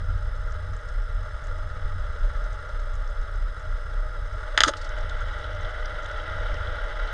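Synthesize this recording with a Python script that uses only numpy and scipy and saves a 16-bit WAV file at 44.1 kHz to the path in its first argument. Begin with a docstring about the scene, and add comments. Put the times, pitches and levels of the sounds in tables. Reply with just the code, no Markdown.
"""A far boat motor throbs low, heard by a camera in a sealed housing under water.
The propeller's collapsing bubbles hiss and make the housing ring. A control on the housing snaps
three times, scrapes and settles, and the hiss is louder after it. Small ticks crackle in the water,
the water softly bumps the housing, and the camera's circuits whine faintly with every picture frame."""
import sys
import numpy as np
from scipy import signal
from scipy.fft import rfft, irfft
from scipy.io import wavfile
from scipy.ndimage import uniform_filter1d

SR = 44100
rng = np.random.default_rng(int(sys.argv[2]) if len(sys.argv) > 2 else 0)


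def materialize(psi):
    """Save the field psi as 16-bit PCM at rate SR to the path in sys.argv[1].

    A 1-D psi becomes a single channel; in a 2-D psi each row is a channel.
    """
    bounded = np.clip(np.atleast_2d(psi).T, -1, 1)
    quanta = np.round(bounded * 32767).astype(np.int16)
    wavfile.write(sys.argv[1], SR, quanta)


N = 314433

# The motor's lowest tone. Each row: time in seconds, level in dB, pitch in Hz.
THROB = [(0.0, -26.5, 30.3), (0.2, -30.5, 30.5), (0.32, -32.5, 33.15), (0.83, -30.5, 32.8),
         (1.17, -25, 35.8), (1.39, -36.5, 30.48), (1.61, -25, 30.5), (1.73, -42, 31.8), (1.87, -32.5, 31.6),
         (1.98, -27.5, 27.62), (2.12, -36.5, 27.7), (2.26, -23, 30.33), (2.4, -30, 36.2),
         (2.62, -33.5, 37.2), (2.8, -29.5, 31.45), (3.51, -27, 31.7), (3.57, -44.5, 30.55),
         (3.71, -25, 30.37), (3.87, -39, 30.1), (3.99, -24, 31.36), (4.09, -39, 32.2), (4.19, -32, 34.47),
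         (4.59, -30, 34.54), (4.75, -45, 27.6), (4.87, -26, 29.9), (5.2, -27.5, 30.72), (5.3, -36, 32.9),
         (5.66, -28.5, 32.83), (5.78, -32.5, 30.2), (6.33, -37.5, 30.5), (6.49, -32.5, 34.5),
         (7.13, -30.5, 34.2)]
# The rumble around that tone. Each row: time in seconds, level in dB.
RUMBLE_LEVEL = [(0, -26), (.3, -33), (.65, -30.5), (1.4, -36.5), (1.6, -31.5), (1.98, -29), (2.2, -33.5),
                (3.3, -35), (4.2, -36.5), (4.9, -39), (5.05, -34), (6.2, -37), (6.55, -28), (6.75, -36),
                (7.13, -34.5)]
# The rumble's deep and upper bands. Each row: pitch in Hz, width in Hz, relative level in dB.
DEEP_BANDS = [(8, 9.1, -2.5), (18.7, 18, 5), (48.1, 7.2, 5.5), (58.7, 18.5, 2), (71.5, 16, -9),
              (88.5, 15.1, 2.5), (110.3, 8, -8.5)]
UPPER_BANDS = [(142, 56, 1.5), (198, 230, -13)]

def motor():
    """A wavering low tone, wrapped in rumble, fades where its paths through the swell cancel."""
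    db, hz = curves(THROB)
    turns = np.cumsum(hz + 1.45 * wander(hz=12)) / SR
    direct, scattered = 0.77, 0.53 * (wander(hz=7.3) + 1j * wander(hz=7.3))
    tone = np.sqrt(2) * amp(db) * ((direct + scattered) * np.exp(2j * np.pi * turns)).real
    deep = resonate(rng.standard_normal(N), DEEP_BANDS)
    upper = resonate(rng.standard_normal(N), UPPER_BANDS)
    lumps = wander(hz=19)
    rumble = amp(1.5 * lumps) * deep + amp(-25 + 2.5 * lumps) * upper
    return tone + amp(curves(RUMBLE_LEVEL)[0]) * rumble


# How loud the propeller hisses. Each row: time in seconds, level in dB.
HISS_LEVEL = [(0, -43), (1.3, -42.5), (2.5, -40.5), (3.1, -42), (4.28, -42.5), (4.4, -39.5), (4.55, -38.5),
              (4.75, -39.5), (5, -37.5), (5.9, -36), (7.13, -35)]
# Where the housing rings. Each row: pitch in Hz, width in Hz, early and late relative level in dB.
HOUSING_RINGS = [(300, 45.5, -19, -13.5), (429, 212, -15.5, -20.5), (442, 24, -12, -10.5),
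                 (500, 75, -6.5, -7), (604.5, 76, -1, -0.5), (755, 27, -16, -11), (849, 60, -8.5, -7.5),
                 (1002, 183, -16.5, -16), (1155, 55, -7.5, -11.5), (1257.4, 90, -0.5, -4.5),
                 (1390, 110, 0.5, 0.5), (1478, 93, -6.5, -4), (1588, 58, -13.5, -8), (1635, 160, -8.5, -11),
                 (1814, 350, -15.5, -17), (1962, 237, -12.5, -9.5), (2242, 79, -23, -19.5),
                 (2860, 600, -26.5, -23.5), (3080, 180, -27.5, -18), (3410, 370, -21.5, -19),
                 (3823, 280, -23, -21), (4110, 91, -24, -29), (4640, 1100, -31, -32),
                 (5120, 310, -39, -35.5), (5560, 220, -34, -31.5), (6270, 430, -30, -34.5),
                 (7150, 810, -40, -48), (8520, 1400, -39, -45), (9800, 990, -54, -64)]
# Narrow gaps between those rings. Each row: pitch in Hz, width in Hz, depth in dB.
HOUSING_GAPS = [(549, 16, 5.5), (787, 20, 4.5), (1222, 21, 5), (1430, 18, 3), (2470, 170, 2.5),
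                (3730, 30, 6.5), (4230, 130, 5.5)]

def propeller_hiss(shift_s=4.55, shift_takes_s=0.32):
    """Collapsing bubbles ring the housing; the tone colour shifts as the control moves."""
    moved = np.clip((np.arange(N) / SR - shift_s) / shift_takes_s, 0, 1)
    late_share = 0.08 + 0.81 * moved
    bubbles = rng.standard_normal(N) * amp(1.22 * wander(hz=59.4) + 0.56 * late_share * wander(hz=300))
    early = resonate(bubbles, [(hz, width, db) for hz, width, db, _ in HOUSING_RINGS], HOUSING_GAPS)
    late = resonate(bubbles, [(hz, width, db) for hz, width, _, db in HOUSING_RINGS], HOUSING_GAPS)
    return amp(curves(HISS_LEVEL)[0]) * ((1 - late_share) * early + late_share * late)


# The notes of the control's latch. Each row: pitch in Hz, relative level in dB, seconds to fade 60 dB.
LATCH_RINGS = [(300, -6.5, 0.064), (480, -1.5, 0.048), (636, 1, 0.081), (870, -2, 0.15), (1214, 3, 0.077),
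               (1309, 3.5, 0.082), (1418, 1.5, .06), (1581, 3, 0.029), (1762, -2, 0.033), (1992, -3, 0.028),
               (2720, -31, 0.058), (2990, -4.5, 0.027), (3410, 0, 0.022), (3980, -2, 0.016),
               (4530, -12, 0.032), (4930, -0.5, 0.045), (5420, -4.5, 0.037), (6380, 1.5, 0.026),
               (6800, -2.5, 0.039), (7450, -13.5, 0.028), (8660, -9, 0.017), (8970, -20, 0.019),
               (11000, -31, 0.017), (12500, -42, .02), (14000, -47, .015)]
# Five pitches in Hz, low to high, at which a snap's tone colour is set.
COLOUR_HZ = [704, 1296, 1890, 3300, 5650]

def latch_snap(colour_db, contact_s):
    """One short blow rings the latch's notes in a spray of rattle."""
    t = np.arange(4000) / SR
    notes = [(hz, db + np.interp(np.log(hz), np.log(COLOUR_HZ), colour_db), fade_s)
             for hz, db, fade_s in LATCH_RINGS]
    rings = sum((-1) ** k * amp(db - 60 * t / fade_s) * np.sin(2 * np.pi * hz * t)
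                for k, (hz, db, fade_s) in enumerate(notes))
    rattle = resonate(rng.standard_normal(len(t)), [(hz, 0.33 * hz, db) for hz, db, _ in notes])
    blow = 1 + 1.9 * np.exp(-(t / contact_s) ** 2)  # loudest while the parts still touch
    sound = unit_level(rings) * blow + amp(7.5 - 60 * t / 0.056) * rattle
    sound *= np.sin(np.pi / 2 * np.minimum(t / 0.0011, 1)) ** 2  # quick fade in
    return sound / abs(sound).max()


def latch_scrape(slide_s=4.655, rub_s=4.677, hold_s=0.013, fall_db_per_s=1000):
    """A light slide, then a harder rub, rings the same latch notes with gritty noise."""
    t = np.arange(N) / SR
    force = np.clip((t - slide_s) / 0.0087, 0, 1) * amp(np.where(t < rub_s, -31.5, -24.5))
    force *= amp(-fall_db_per_s * np.maximum(t - rub_s - hold_s, 0))
    grit = rng.standard_normal(N) * amp(3.4 * wander(hz=300))
    bands = [(hz, 14 / fade_s, db - 0.45 * hz / 1000) for hz, db, fade_s in LATCH_RINGS]
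    return uniform_filter1d(force, size=150) * resonate(grit, bands)


# Snaps and rebounds. Each row: start in seconds, peak in dB, five boosts or cuts in dB
# (one for each pitch in COLOUR_HZ), contact time in seconds.
SNAPS = [(4.576, -3, -22.5, -12.5, -3.5, -7, -22, 0.0021), (4.587, -14, -30, -9, 0, -16, -35, 0.0021),
         (4.605, 0.5, -19, -17, -5, -3, -15, 0.0025), (4.616, -10.5, -16, -6.5, 4, -4, -28, 0.0027),
         (4.635, -1.5, -28, -2, -5, 0, -8.5, 0.0041), (4.645, -16.5, -21, -15, -1, -12, -31, 0.0022),
         (4.65, -19.5, -11, 3, -16, -6, -23, 0.0015), (4.684, -15.5, -4, -4, -26, -23, -24, 0.0015),
         (4.736, -22.5, -33, -9.5, -9, -10.5, -33, 0.0022)]
# Thuds in the housing wall. Each row: start in seconds, peak in dB, pitch in Hz, rise in seconds.
WALL_THUDS = [(4.668, -25.5, 300, 0.0055), (4.677, -33, 500, 0.0067), (4.688, -23, 585, 0.0045),
              (4.703, -35, 352, 0.0027)]

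def control():
    """The control snaps, rebounds and scrapes, and the housing wall gives under it."""
    out = np.zeros(N)
    for start, db, *colour_db, contact_s in SNAPS:
        add(out, start, amp(db) * latch_snap(colour_db, contact_s))
    for start, db, hz, rise_s in WALL_THUDS:
        add(out, start, amp(db) * soft_push(hz, rise_s, sink=0.052))
    return out + latch_scrape()


# Clear ticks and duller pops in the water. Each row: start in seconds, peak in dB, pitch in Hz.
TICKS = [(0.5215, -43, 6050), (0.7347, -50, 6350), (0.7651, -44, 6840), (0.8869, -44, 5420),
         (1.4386, -49, 6450), (1.4687, -45, 6350), (2.4404, -47.5, 5490), (2.529, -45, 6830),
         (2.7994, -50, 6330), (2.952, -46, 6335), (3.0751, -45.5, 5400), (3.595, -48, 6340),
         (4.8908, -38, 6010), (4.9851, -47, 6360), (5.009, -42, 5500), (5.0946, -40.5, 6135),
         (5.2053, -47, 6250), (5.5313, -49, 5640), (5.8565, -34, 5220), (6.0596, -43, 6110),
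         (6.113, -42.5, 5470), (6.5413, -40.5, 5446), (7.055, -49, 5640)]
POPS = [(5.0948, -36, 3700), (5.4405, -35, 3410), (5.647, -37, 3440), (5.8531, -37, 3340),
        (6.0586, -37, 3360), (6.161, -40, 3390), (6.2627, -39, 3080), (6.4672, -36.5, 3476),
        (6.5665, -39.5, 2890), (6.6707, -35, 3290), (7.0742, -39, 3904)]
# Soft rustles as the control settles. Each row: start in seconds, peak in dB.
RUSTLES = [(4.768, -36), (4.813, -36), (4.844, -38.5)]

def crackle(patter_per_s=6):
    """Ticks, pops, rustles and a thin patter that grows with the hiss; their treble is dulled above about 9
    kHz."""
    out = np.zeros(N)
    for start, db, hz in TICKS:
        add(out, start, amp(db) * tick(hz, sharpness=2.8, fade_s=0.019))
    for start, db, hz in POPS:
        add(out, start, amp(db) * tick(hz, sharpness=4.4, fade_s=0.033))
    for start, db in RUSTLES:
        add(out, start, amp(db) * tick(hz=4440, sharpness=1.26, fade_s=0.097))
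    hiss_rise_db = curves(HISS_LEVEL)[0] + 40
    for hz in (3050, 3400, 3800, 5500, 6060, 6300, 6560):  # each pitch has its own patter
        hits = rng.random(N) < patter_per_s / SR
        strengths = amp(3 * np.minimum(rng.exponential(1, N), 3))
        db, fade_s = (-57 + 1.6 * hiss_rise_db, 0.03) if hz < 4000 else (-59 + 0.5 * hiss_rise_db, 0.015)
        out += amp(db) * signal.oaconvolve(hits * strengths, tick(hz, 4.7, fade_s))[:N]
    return signal.sosfilt(signal.butter(6, 9200, fs=SR, output="sos"), out)


# Water bumping the housing. Each row: start in seconds, peak in dB.
BUMPS = [(1.237, -46), (1.418, -46), (1.759, -41.5), (1.96, -39.5), (4.162, -49), (5.039, -49),
         (5.939, -43), (6.519, -39)]

def water_bumps():
    """Water nudges the housing with soft, low knocks."""
    out = np.zeros(N)
    for start, db in BUMPS:
        add(out, start, amp(db) * soft_push(hz=141, rise_s=0.0082, sink=0.21))
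    return out


# The whine through one picture frame. Each row: place in the frame from 0 to 1, pitch in Hz, level in dB.
FRAME_WHINE = [(0, 5120, -82), (.09, 5150, -58.5), (.13, 5150, -57.5), (.22, 5234, -70.5), (.33, 5150, -65),
               (.47, 5004, -67), (.56, 5120, -72), (.7, 5214, -63), (.8, 5195, -70), (1, 5200, -76)]

def circuits(frames_per_s=47.952):
    """The circuits whine, chirp and buzz in step with the picture frames, over a steady hiss."""
    frames = np.arange(N) * frames_per_s / SR
    place = frames % 1
    high_frame = frames.astype(int) % 15 == 8  # one frame in 15 holds a higher note, with no chirp
    places, hz, db = np.transpose(FRAME_WHINE)
    pitch = np.where(high_frame, 5570, np.interp(place, places, hz)) + 75 * wander(hz=252)
    level = amp(np.where(high_frame, -70, np.interp(place, places, db)))
    turns = np.cumsum(uniform_filter1d(pitch, size=100)) / SR
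    whine = np.sqrt(2) * uniform_filter1d(level, size=100) * np.sin(2 * np.pi * turns)
    frame_edges = np.exp(-((place - 0.07) / 0.079) ** 2) + 0.5 * np.exp(-((place - 0.93) / 0.03) ** 2)
    chirp = resonate(rng.standard_normal(N), [(7900, 500, -5), (8500, 600, 3), (9300, 600, 1)])
    chirp *= frame_edges * ~high_frame
    hiss = resonate(rng.standard_normal(N), [(8930, 2900, -1), (13900, 4900, -5)])
    frame_pulses = np.diff(frames // 1, prepend=0)
    buzz = resonate(frame_pulses, [(2490, 130, 0), (7360, 130, 0.5)])
    return whine + amp(-66.5) * chirp + amp(-78) * buzz + amp(-73.5) * hiss


def tick(hz, sharpness, fade_s):
    """A short burst of noise around one pitch; more sharpness makes the pitch clearer."""
    t = np.arange(2000) / SR
    burst = rng.standard_normal(len(t)) * amp(-60 * t / fade_s) * np.minimum(t / 0.00083, 1)
    band = signal.iirpeak(hz, sharpness, SR)
    ring = signal.lfilter(*band, signal.lfilter(*band, burst))
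    return ring / abs(ring).max()


def soft_push(hz, rise_s, sink):
    """A brief tone that swells and fades while its pitch sinks from above hz to below it."""
    t = np.arange(5000) / SR
    pitch = hz * (1 - sink + 2 * sink * np.exp(-t / (2 * rise_s)))
    swell = t / rise_s * np.exp(1 - t / rise_s)
    return swell * np.sin(2 * np.pi * np.cumsum(pitch) / SR)


def resonate(x, bands, gaps=()):
    """Keeps the bands of x and cuts the gaps, each given as (pitch in Hz, width in Hz, dB)."""
    f = np.fft.rfftfreq(len(x), 1 / SR)
    power = sum(amp(db) ** 2 / (1 + (2 * (f - hz) / width) ** 2) ** 2 for hz, width, db in bands)
    cut_db = sum(db / (1 + (2 * (f - hz) / width) ** 2) for hz, width, db in gaps)
    return unit_level(irfft(rfft(x) * np.sqrt(power) / amp(cut_db), len(x)))


def wander(hz):
    """A smooth random wobble of about size 1; a higher hz makes it quicker."""
    keep = np.exp(-2 * np.pi * hz / SR)
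    return unit_level(signal.lfilter([1], [1, -2 * keep, keep ** 2], rng.standard_normal(N)))


def amp(db):
    """Turns dB into a number to multiply by."""
    return 10 ** (np.asarray(db) / 20)


def unit_level(x):
    """Scales x to an average power of 1."""
    return x / np.sqrt(np.mean(x ** 2) + 1e-20)


def curves(rows):
    """Joins a table's points in time with straight lines, one curve for each value column."""
    times, *columns = np.transpose(rows)
    return [np.interp(np.arange(N) / SR, times, column) for column in columns]


def add(mix, start_s, sound):
    """Mixes a sound in at its start time."""
    part = mix[round(start_s * SR):][:len(sound)]
    part += sound[:len(part)]


def scene():
    """All the sources together in one channel."""
    return (motor() + water_bumps() + propeller_hiss() + control() + crackle() + circuits())[None]


def record(dry):
    """The camera turns itself down briefly after loud snaps, rounds off peaks and dulls the treble."""
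    power_db = 10 * np.log10(abs(uniform_filter1d(dry[0] ** 2, 200)) + 1e-12)
    fall_db = 60 * np.arange(N) / SR
    peak_db = np.maximum.accumulate(power_db + fall_db) - fall_db  # holds each peak, then lets it sink
    excess_db = np.maximum(peak_db + 5.5, 0)
    late_db = signal.lfilter(np.ones(150) / 150, [1], excess_db)  # acts a few milliseconds late
    ducked = dry / amp(0.5 * late_db)
    rounded = ducked / (1 + ducked ** 6) ** (1 / 6)
    dulled = signal.sosfilt(signal.butter(3, 10500, fs=SR, output="sos"), rounded)
    treble_cut = signal.firwin(511, 15300, window=("kaiser", 9), fs=SR)
    return signal.oaconvolve(dulled, treble_cut[None], "same")


dry = scene()
out = record(dry)
materialize(out)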